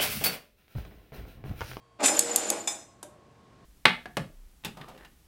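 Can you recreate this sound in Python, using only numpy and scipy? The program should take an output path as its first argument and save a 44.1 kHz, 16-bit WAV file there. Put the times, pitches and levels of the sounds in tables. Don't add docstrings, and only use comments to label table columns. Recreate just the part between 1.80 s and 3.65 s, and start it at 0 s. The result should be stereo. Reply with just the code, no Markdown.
import sys
import numpy as np
from scipy import signal
from scipy.fft import rfft, irfft, next_fast_len
from scipy.io import wavfile
from scipy.ndimage import map_coordinates

SR = 44100
rng = np.random.default_rng(int(sys.argv[2]) if len(sys.argv) > 2 else 0)


def wav_record(signal):
    frames = np.transpose(np.atleast_2d(signal))
    bounded = np.clip(frames, -1, 1)
    quanta = np.round(bounded * 32767).astype(np.int16)
    wavfile.write(sys.argv[1], SR, quanta)


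def voltage_ratio(decibels):
    exponent = np.asarray(decibels, float) / 20
    return 10 ** exponent


N = 81585


# (frequency [Hz], relative level [dB])
AIR_COLOUR = [(15, -36.5), (25, -7), (65, -8), (191, -5), (231, -10), (347, -14), (467, -17), (535, -18),
              (702, -10.5), (872, -19), (1110, -11.5), (1210, -20), (4300, -30), (6050, -33.5),
              (8150, -34.5), (11500, -44), (15800, -50)]
AIR_DB, AIR_RISE_DB_PER_S = -60, 2
# (frequency [Hz], likeness [-1 to 1])
AIR_LIKENESS = [(60, -0.28), (240, -0.36), (950, -0.13), (3770, -0.2), (15000, -0.04)]
# (time [s], level [dB])
FAR_RUSH_SWELL = [(0, -68), (1.2, -60.5), (1.6, -55.5), (1.85, -52)]
# (frequency [Hz], relative level [dB])
FAR_RUSH_COLOUR = [(25, -18), (55, 4.5), (200, 0.5), (340, 0), (1100, -16.5), (6000, -30.5), (11000, -58.5)]
# (frequency [Hz], level [dB], pitch waver [Hz])
HUM_LINES = [(58, -75, 4.3), (118.9, -67.5, 5.7), (460, -74, 10), (1084, -68, 3)]
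# (frequency [Hz], level [dB])
STANDBY_WHINES = [(3230, -81.5), (4560, -83)]

# (frequency [Hz], t60 [s])
OFFICE_FADE = [(200, 1), (1000, 0.5), (4000, 0.13), (8000, 0.29), (14000, 0.067)]
# (frequency [Hz], level [dB])
WALL_COLOUR = [(200, 0.5), (2000, 0.5), (7000, -4), (14000, -3)]
# (frequency [Hz], side over mid [dB])
OFFICE_WIDTH = [(200, -6), (600, -16.5), (2500, -5), (6000, -3.5), (9000, -4), (14000, 3)]
OFFICE_DB = -10
# (frequency [Hz], left ahead of right [rad])
LEFT_LEAD = [(60, 0), (260, .25), (1000, .2), (2000, -.1), (6000, .2), (7580, .3), (8440, 1.1), (9470, 1.3),
             (11400, .7), (13900, .6), (16000, -.3)]
# (frequency [Hz], left over right [dB])
LEFT_LEAN = [(60, -.5), (250, 2), (600, 2.4), (1400, 1), (2800, .7), (5600, -1.8), (10000, -.4),
             (15000, 1.2)]

# (frequency [Hz], relative level [dB])
RELAY_COLOUR = [(410, -6.5), (700, 5.5), (1710, -12), (3990, -9), (4550, -14), (7290, -4.5), (9730, -4),
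                (13700, -18.5), (16000, -40)]
RELAY_S, RELAY_DB, RELAY_RISE_S, RELAY_T60_S = 1.2285, -34, 0.00064, 0.029
RELAY_RATTLE_DB, RELAY_RATTLE_T60_S = -17, 0.3

# (frequency [Hz], relative level [dB], t60 [s])
COIN_MODES = [(2610, -12.5, 0.015), (3500, -9.5, .01), (4640, -3.5, 0.0096), (5400, -9, .008),
              (6530, 0.5, .035), (7100, 0, .03), (7800, -1, .025), (8780, 2, 0.025), (10350, -5, .015),
              (11260, -1, 0.0068), (12600, -14, .012), (14600, -24.5, .01)]
# (time [s], relative level [dB], brightness [dB per octave], time until gripped [s])
COIN_CLACKS = [(0.3924, -5.5, 3.5, .004), (0.393, -20, 1, .0032), (.3946, -14, -3, .002),
               (.5603, -15, -3, 0.0028), (.5608, -10, 10.5, .004), (0.562, -25.5, 2.5, .003),
               (0.565, -18, 2, .001), (.7018, -18, -0.5, .0047), (.7027, -13, 2.5, .0038),
               (0.7039, -19, 4.5, .0022)]
CONTACT_S, GRIP_S, GRIP_LEAVES_DB = 0.00025, 0.0006, -16.5
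CLICK_DB, STEEL_ANSWER_DB = 8, -18

# (centre time
# [s], level [dB], length [s], frequency [Hz])
CHIRPS_AND_SQUEAKS = [(0.2613, -13, 0.00787, 7700), (0.2665, -16.5, .008, 7060), (0.275, -22, .008, 7700),
                      (0.37, -26, 0.014, 7100), (0.425, -35, 0.018, 7100), (0.516, -26.5, 0.016, 7060),
                      (0.658, -33, 0.016, 7100), (0.691, -30, 0.016, 7100), (0.81, -35.5, 0.016, 7100)]
SQUEAK_WAVER_HZ = 40

# (frequency [Hz], relative level [dB], t60 [s])
STEEL_MODES = [(1914, -22.5, 0.32), (2430, -20, 0.22), (2530, -18, .25), (3582, -11.5, 0.37),
               (4236, -19.5, .25), (4800, -17, .25), (5143, -8.5, 0.42), (6019, -11, 0.441),
               (6370, -15.5, 0.4), (6910, -11.5, .32), (7150, -1, 0.23), (7030, -3.5, 0.3),
               (7429, -12.5, .3), (7634, -5, 0.29), (7810, -6, 0.33), (8300, -9, .2), (9330, -7, 0.22),
               (9544, -5.5, 0.29), (11270, -15.5, 0.11), (11900, -16.5, 0.18), (13900, -28, .25)]
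# (frequency [Hz], relative level [dB], t60 [s])
TABLE_MODES = [(84.5, -18, .4), (258, -12.5, 0.14), (334.7, 0.5, 0.34), (450, -10.5, 0.29),
               (570, -12.5, 0.32), (680, -12.5, .4), (810.5, 7.5, 0.18), (1078, 1.5, 0.17),
               (1369, -15.5, 0.13)]
SPLIT, TABLE_SPLIT = 0.0022, 0.014
# (time [s], relative ring level [dB], relative crack level [dB],
# relative knock level in housing and table [dB], crack brightness [dB per octave])
STEEL_BLOWS = [(.2043, -50, -35, -29, 3), (.231, -36.5, -20, -29.5, -2.5),
               (0.2393, -26.5, -17.5, -17.5, -1), (0.2481, -35, -23.5, -32.5, 0.2),
               (0.2597, -27, -11, -36.5, 9), (.276, -39.5, -18.5, -29, -3.5), (.2855, -36, -16, -25, -3),
               (0.8735, -28.5, -15.5, -28.5, 1)]
# (frequency [Hz], relative level [dB])
CRACK_COLOUR = [(290, -39.5), (500, -8), (2390, -9), (3150, -15.5), (3590, -5.5), (4600, -19.5),
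                (7310, -2.5), (13800, -31), (16000, -81)]
BLOW_RISE_S, CRACK_RISE_S, CRACK_T60_S = 0.00049, 0.0015, 0.023
WASH_DB, WASH_T60_S = -1.5, 0.46
TABLE_DB, TABLE_RISE_S = -18, 0.0033
# (time [s], frequency [Hz], relative level [dB], t60 [s])
CASING_SHUDDERS = [(.23, 324.5, -19, 0.1), (.252, 2420, -24, .08), (.284, 2400, -22, .05),
                   (.31, 340, -33.5, 0.1), (.874, 782, -35.5, 0.081), (.874, 690, -42, 0.5),
                   (.874, 2340, -32, 0.083), (.874, 3540, -21.5, 0.054), (1.232, 338, -45, 0.25),
                   (1.236, 576, -46.5, 0.46), (1.231, 1594, -55, .2), (1.232, 3630, -63, 0.3),
                   (1.233, 3850, -68, 0.34)]
SHUDDER_RISE_S, SHUDDER_SPLIT_HZ = 0.004, 17

# (time [s], relative rumble level [dB], relative scrape level [dB])
MOTOR_EFFORT = [(0.186, -60.5, -80.5), (0.192, -43, -76.5), (0.206, -28, -51), (0.216, -30, -55),
                (0.24, -23, -30.5), (0.262, -38, -26.5), (0.27, -40.5, -40), (0.284, -30, -27),
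                (0.304, -28, -50.5), (0.378, -32.5, -40), (0.392, -30, -41), (0.402, -44, -45),
                (0.462, -35.5, -45.5), (0.572, -30, -41.5), (0.59, -34.5, -42), (0.694, -35, -45),
                (0.724, -29.5, -45.5), (0.863, -49, -59.5)]
# (frequency [Hz], relative level [dB])
RUMBLE_COLOUR = [(71, -53), (120, -14.5), (301, -19.5), (412, -13), (580, -8), (1150, -1.5), (1790, -9),
                 (1990, -8), (5000, -20), (6500, -47.5), (11000, -120)]
# (frequency [Hz], width [Hz], gain [dB])
HOUSING_PEAKS = [(201.6, 25, -9), (314, 45, 2), (597, 70, 1), (686, 39, 2.5), (815, 44, -0.5),
                 (1268, 18, -6.5), (1890, 45, -24), (2420, 160, -9)]
BROAD_DB, TEETH_PER_S, TOOTH_SPREAD_DB = -8, 3000, 1.5
# (frequency [Hz], relative level [dB])
SCRAPE_COLOUR = [(880, -39), (1500, -7), (1760, -10), (3350, -9), (4460, -9), (5440, -11), (7240, -5.5),
                 (12100, -30.5), (16000, -51.5)]
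RUB_RING_DB, SCRAPE_DB = 3.5, 4
GRIT_PER_S, GRIT_SPREAD_DB = 14000, 1
WHINE_HZ, WHINE_DB, WHINE_FROM_S, WHINE_TO_S = 475.4, -45.5, 0.34, 0.793

LOW_CUT_HZ, TOP_HZ, CEILING = 42, 16400, 1.05


def unit(x):
    return x / np.sqrt(np.mean(x ** 2) + 1e-20)


def along(points, hz):
    f, v = np.transpose(points)
    return np.interp(np.log(hz + 1), np.log(f + 1), v)


def wobble(rate):
    knots = rng.standard_normal(int(N * rate / SR) + 4)
    return map_coordinates(knots, [np.arange(N) * rate / SR])


def filtered(x, response):
    m = next_fast_len(N + SR)
    return irfft(rfft(x, m) * response(np.fft.rfftfreq(m, 1 / SR)), m)[..., :N]


def resonances(peaks):
    def response(f):
        total = 0
        for k, (centre, width, db) in enumerate(peaks):
            peak = 1j * f * width / (centre * centre - f * f + 1j * f * width)
            total = total + (-1) ** k * voltage_ratio(db) * peak
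        return total
    return response


def grains(per_s, spread_db):
    hits = rng.random(N) < per_s / SR
    sizes = rng.standard_normal(N) * voltage_ratio(spread_db * rng.standard_normal(N))
    return unit(hits * sizes + 0.02 * rng.standard_normal(N))


def ring(modes, t, scatter_db, split, count=4, phase_spread=1):
    hz, db, t60 = np.repeat(np.transpose(modes), count, axis=1)[:, :, None]
    level, detune, phase = rng.standard_normal((len(hz), 3)).T[:, :, None]
    place = np.tile(np.arange(count) - (count - 1) / 2, len(modes))[:, None]
    detune = place + detune / 4
    db = db - 2 * np.abs(place)
    fade = voltage_ratio(db + scatter_db * level - 60 * t / t60)
    partials = fade * np.sin(2 * np.pi * (hz * (1 + split * detune) * t + phase_spread * phase))
    return partials.sum(axis=0) / np.sqrt(count)


def add(track, s, x):
    part = track[round(s * SR):][:len(x)]
    part += x[:len(part)]


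def rise(t, time_constant):
    return 1 - np.exp(-t / time_constant)


def tone(hz, waver_hz):
    return np.sqrt(2) * np.sin(2 * np.pi * np.cumsum(hz + waver_hz * wobble(40)) / SR)


def background():
    t = np.arange(N) / SR

    def wide_noise(colour):
        def mid_and_side(hz):
            turn = np.arccos(np.clip(along(AIR_LIKENESS, hz), -1, 1)) / 2
            return voltage_ratio(along(colour, hz)) * [np.cos(turn), np.sin(turn)]
        mid, side = filtered(rng.standard_normal((2, N)), mid_and_side)
        return unit(np.array([mid + side, mid - side]))

    s, db = np.transpose(FAR_RUSH_SWELL)
    far_rush = voltage_ratio(np.interp(t, s, db) + 1.8 * wobble(3.5)) * wide_noise(FAR_RUSH_COLOUR)
    hum = sum(voltage_ratio(db + 1.5 * wobble(49)) * tone(hz, waver_hz) for hz, db, waver_hz in HUM_LINES)
    standby = (t < MOTOR_EFFORT[2][0]) * sum(voltage_ratio(db) * tone(hz, 3) for hz, db in STANDBY_WHINES)
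    air = voltage_ratio(AIR_DB + AIR_RISE_DB_PER_S * t) * wide_noise(AIR_COLOUR)
    return standby + air + far_rush + hum


def office(x):
    out, hop = np.zeros((2, N + 2 * SR)), SR // 6
    for start in range(0, N, hop):
        hz, t, z = signal.stft(rng.standard_normal((2, SR // 2)), SR, nperseg=256)
        fade = voltage_ratio(-60 * t / along(OFFICE_FADE, hz)[:, None])
        tail = signal.istft(z * fade, SR, nperseg=256)[1]
        tail = tail / np.linalg.norm(tail[0])
        wet = signal.fftconvolve(x[None, start:start + hop], tail, axes=1)
        out[:, start + SR // 300:][:, :wet.shape[1]] += wet
    return out[:, :N]


def relay():
    t = np.clip(np.arange(N) / SR - RELAY_S, 0, None)
    noise = unit(filtered(rng.standard_normal(N), lambda hz: voltage_ratio(along(RELAY_COLOUR, hz))))
    tick = voltage_ratio(-60 * t / RELAY_T60_S)
    rattle = voltage_ratio(RELAY_RATTLE_DB - 60 * t / RELAY_RATTLE_T60_S)
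    return voltage_ratio(RELAY_DB) * (tick + rattle) * rise(t, RELAY_RISE_S) * noise


def coins():
    out, t = np.zeros(N), np.arange(SR // 3) / SR
    contact = np.sin(np.pi / 2 * np.clip(t / CONTACT_S, 0, 1)) ** 2
    click = voltage_ratio(CLICK_DB) * np.exp(-t / 0.0003)
    for s, db, bright_db, free_s in COIN_CLACKS:
        modes = [(hz, level + bright_db * np.log2(hz / 7000), t60) for hz, level, t60 in COIN_MODES]
        grip = voltage_ratio(GRIP_LEAVES_DB * np.clip((t - free_s) / GRIP_S, 0, 1))
        coin_ring = ring(modes, t, 0.97, SPLIT, count=1, phase_spread=0.27)
        coin = contact * (1 + click) * grip * coin_ring
        answer = voltage_ratio(STEEL_ANSWER_DB) * ring(STEEL_MODES, t, 3.5, SPLIT, count=2)
        add(out, s, voltage_ratio(db - 8.5) * (coin + answer))
    return out


def chirps_and_squeaks():
    t = np.arange(N) / SR
    drift = np.cumsum(SQUEAK_WAVER_HZ * wobble(60)) / SR
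    out = np.zeros(N)
    for s, db, length, hz in CHIRPS_AND_SQUEAKS:
        swell = voltage_ratio(db) * np.exp(-8 * ((t - s) / length) ** 2)
        out += swell * np.sqrt(2) * np.sin(2 * np.pi * (hz * t + drift))
    return out


def blows():
    out, knocks, t = np.zeros(N), np.zeros(N), np.arange(SR // 2) / SR
    hz = np.fft.rfftfreq(len(t), 1 / SR)
    for s, ring_db, crack_db, knock_db, bright_db in STEEL_BLOWS:
        colour = voltage_ratio(6 + along(CRACK_COLOUR, hz) + bright_db * np.log2((hz + 1) / 5000))
        noise = irfft(rfft(rng.standard_normal(len(t))) * colour, len(t))
        steel = voltage_ratio(ring_db) * rise(t, BLOW_RISE_S) * ring(STEEL_MODES, t, 0.97, SPLIT, count=3)
        crack = voltage_ratio(crack_db - 60 * t / CRACK_T60_S)
        wash = voltage_ratio(ring_db + WASH_DB - 60 * t / WASH_T60_S)
        noisy = (crack + wash) * rise(t, CRACK_RISE_S) * noise
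        table = voltage_ratio(knock_db + TABLE_DB) * rise(t, TABLE_RISE_S) * ring(TABLE_MODES, t, 2.4, TABLE_SPLIT)
        add(out, s, steel + noisy + table)
        add(knocks, s, voltage_ratio(knock_db + 19) * np.hanning(9))
    return out + filtered(knocks, resonances(HOUSING_PEAKS))


def shudders():
    out, t = np.zeros(N), np.arange(SR // 2) / SR
    for s, *mode in CASING_SHUDDERS:
        cluster = ring([mode], t, 1.8, SHUDDER_SPLIT_HZ / mode[0], count=5, phase_spread=0.4)
        add(out, s, rise(t, SHUDDER_RISE_S) * cluster)
    return out


def motor():
    t = np.arange(N) / SR
    s, rumble_db, scrape_db = np.transpose(MOTOR_EFFORT)
    on = np.clip((t - s[0]) / 0.006, 0, 1) * voltage_ratio(-150 * np.clip(t - s[-1], 0, None))

    body = resonances(HOUSING_PEAKS)
    teeth = grains(TEETH_PER_S, TOOTH_SPREAD_DB)
    rumble = unit(filtered(teeth, lambda f: body(f) + voltage_ratio(BROAD_DB + along(RUMBLE_COLOUR, f))))
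    rumble = on * voltage_ratio(np.interp(t, s, rumble_db) - 4.5 + 0.5 * wobble(30)) * rumble

    grit_level = voltage_ratio(SCRAPE_DB + np.interp(t, s, scrape_db) + 1.6 * wobble(35))
    grit = grains(GRIT_PER_S, GRIT_SPREAD_DB) * on * grit_level
    hiss_rms = np.sqrt(np.mean(voltage_ratio(2 * along(SCRAPE_COLOUR, np.linspace(0, SR / 2, 4096)))))
    steel = resonances([(hz, np.log(1000) / np.pi / t60, db + 23.5) for hz, db, t60 in STEEL_MODES])
    scrape = filtered(grit, lambda f: voltage_ratio(along(SCRAPE_COLOUR, f)) / hiss_rms + voltage_ratio(RUB_RING_DB) * steel(f))

    fade_in = np.clip((t - WHINE_FROM_S) / 0.0303, 0, 1)
    fade_out = np.clip((WHINE_TO_S - t) / 0.051, 0, 1)
    whine = voltage_ratio(WHINE_DB + 0.89 * wobble(12)) * fade_in * fade_out * tone(WHINE_HZ, 1.5)
    return rumble + scrape + whine


def scene():
    machine = motor() + blows() + shudders() + chirps_and_squeaks() + coins() + relay()
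    to_walls = filtered(machine, lambda hz: voltage_ratio(along(WALL_COLOUR, hz)))
    mid, side = voltage_ratio(OFFICE_DB) * office(to_walls)
    side = filtered(side, lambda hz: voltage_ratio(along(OFFICE_WIDTH, hz)))

    def ports(hz):
        left = voltage_ratio(along(LEFT_LEAN, hz) / 2) * np.exp(0.5j * along(LEFT_LEAD, hz))
        return np.array([left, 1 / left])

    near = filtered(machine + mid, ports)
    return near + np.array([side, -side]) + background()


def band_limit(x):
    return signal.sosfilt(signal.butter(12, 16460, fs=SR, output="sos"), x)


def record(dry):
    x = filtered(dry, lambda hz: hz ** 2 / (hz ** 2 + LOW_CUT_HZ ** 2))
    x = x / (1 + np.abs(x / CEILING) ** 4) ** (1 / 4)
    x = filtered(x, lambda hz: hz < TOP_HZ)
    return band_limit(x)


dry = scene()
out = record(dry)
wav_record(out)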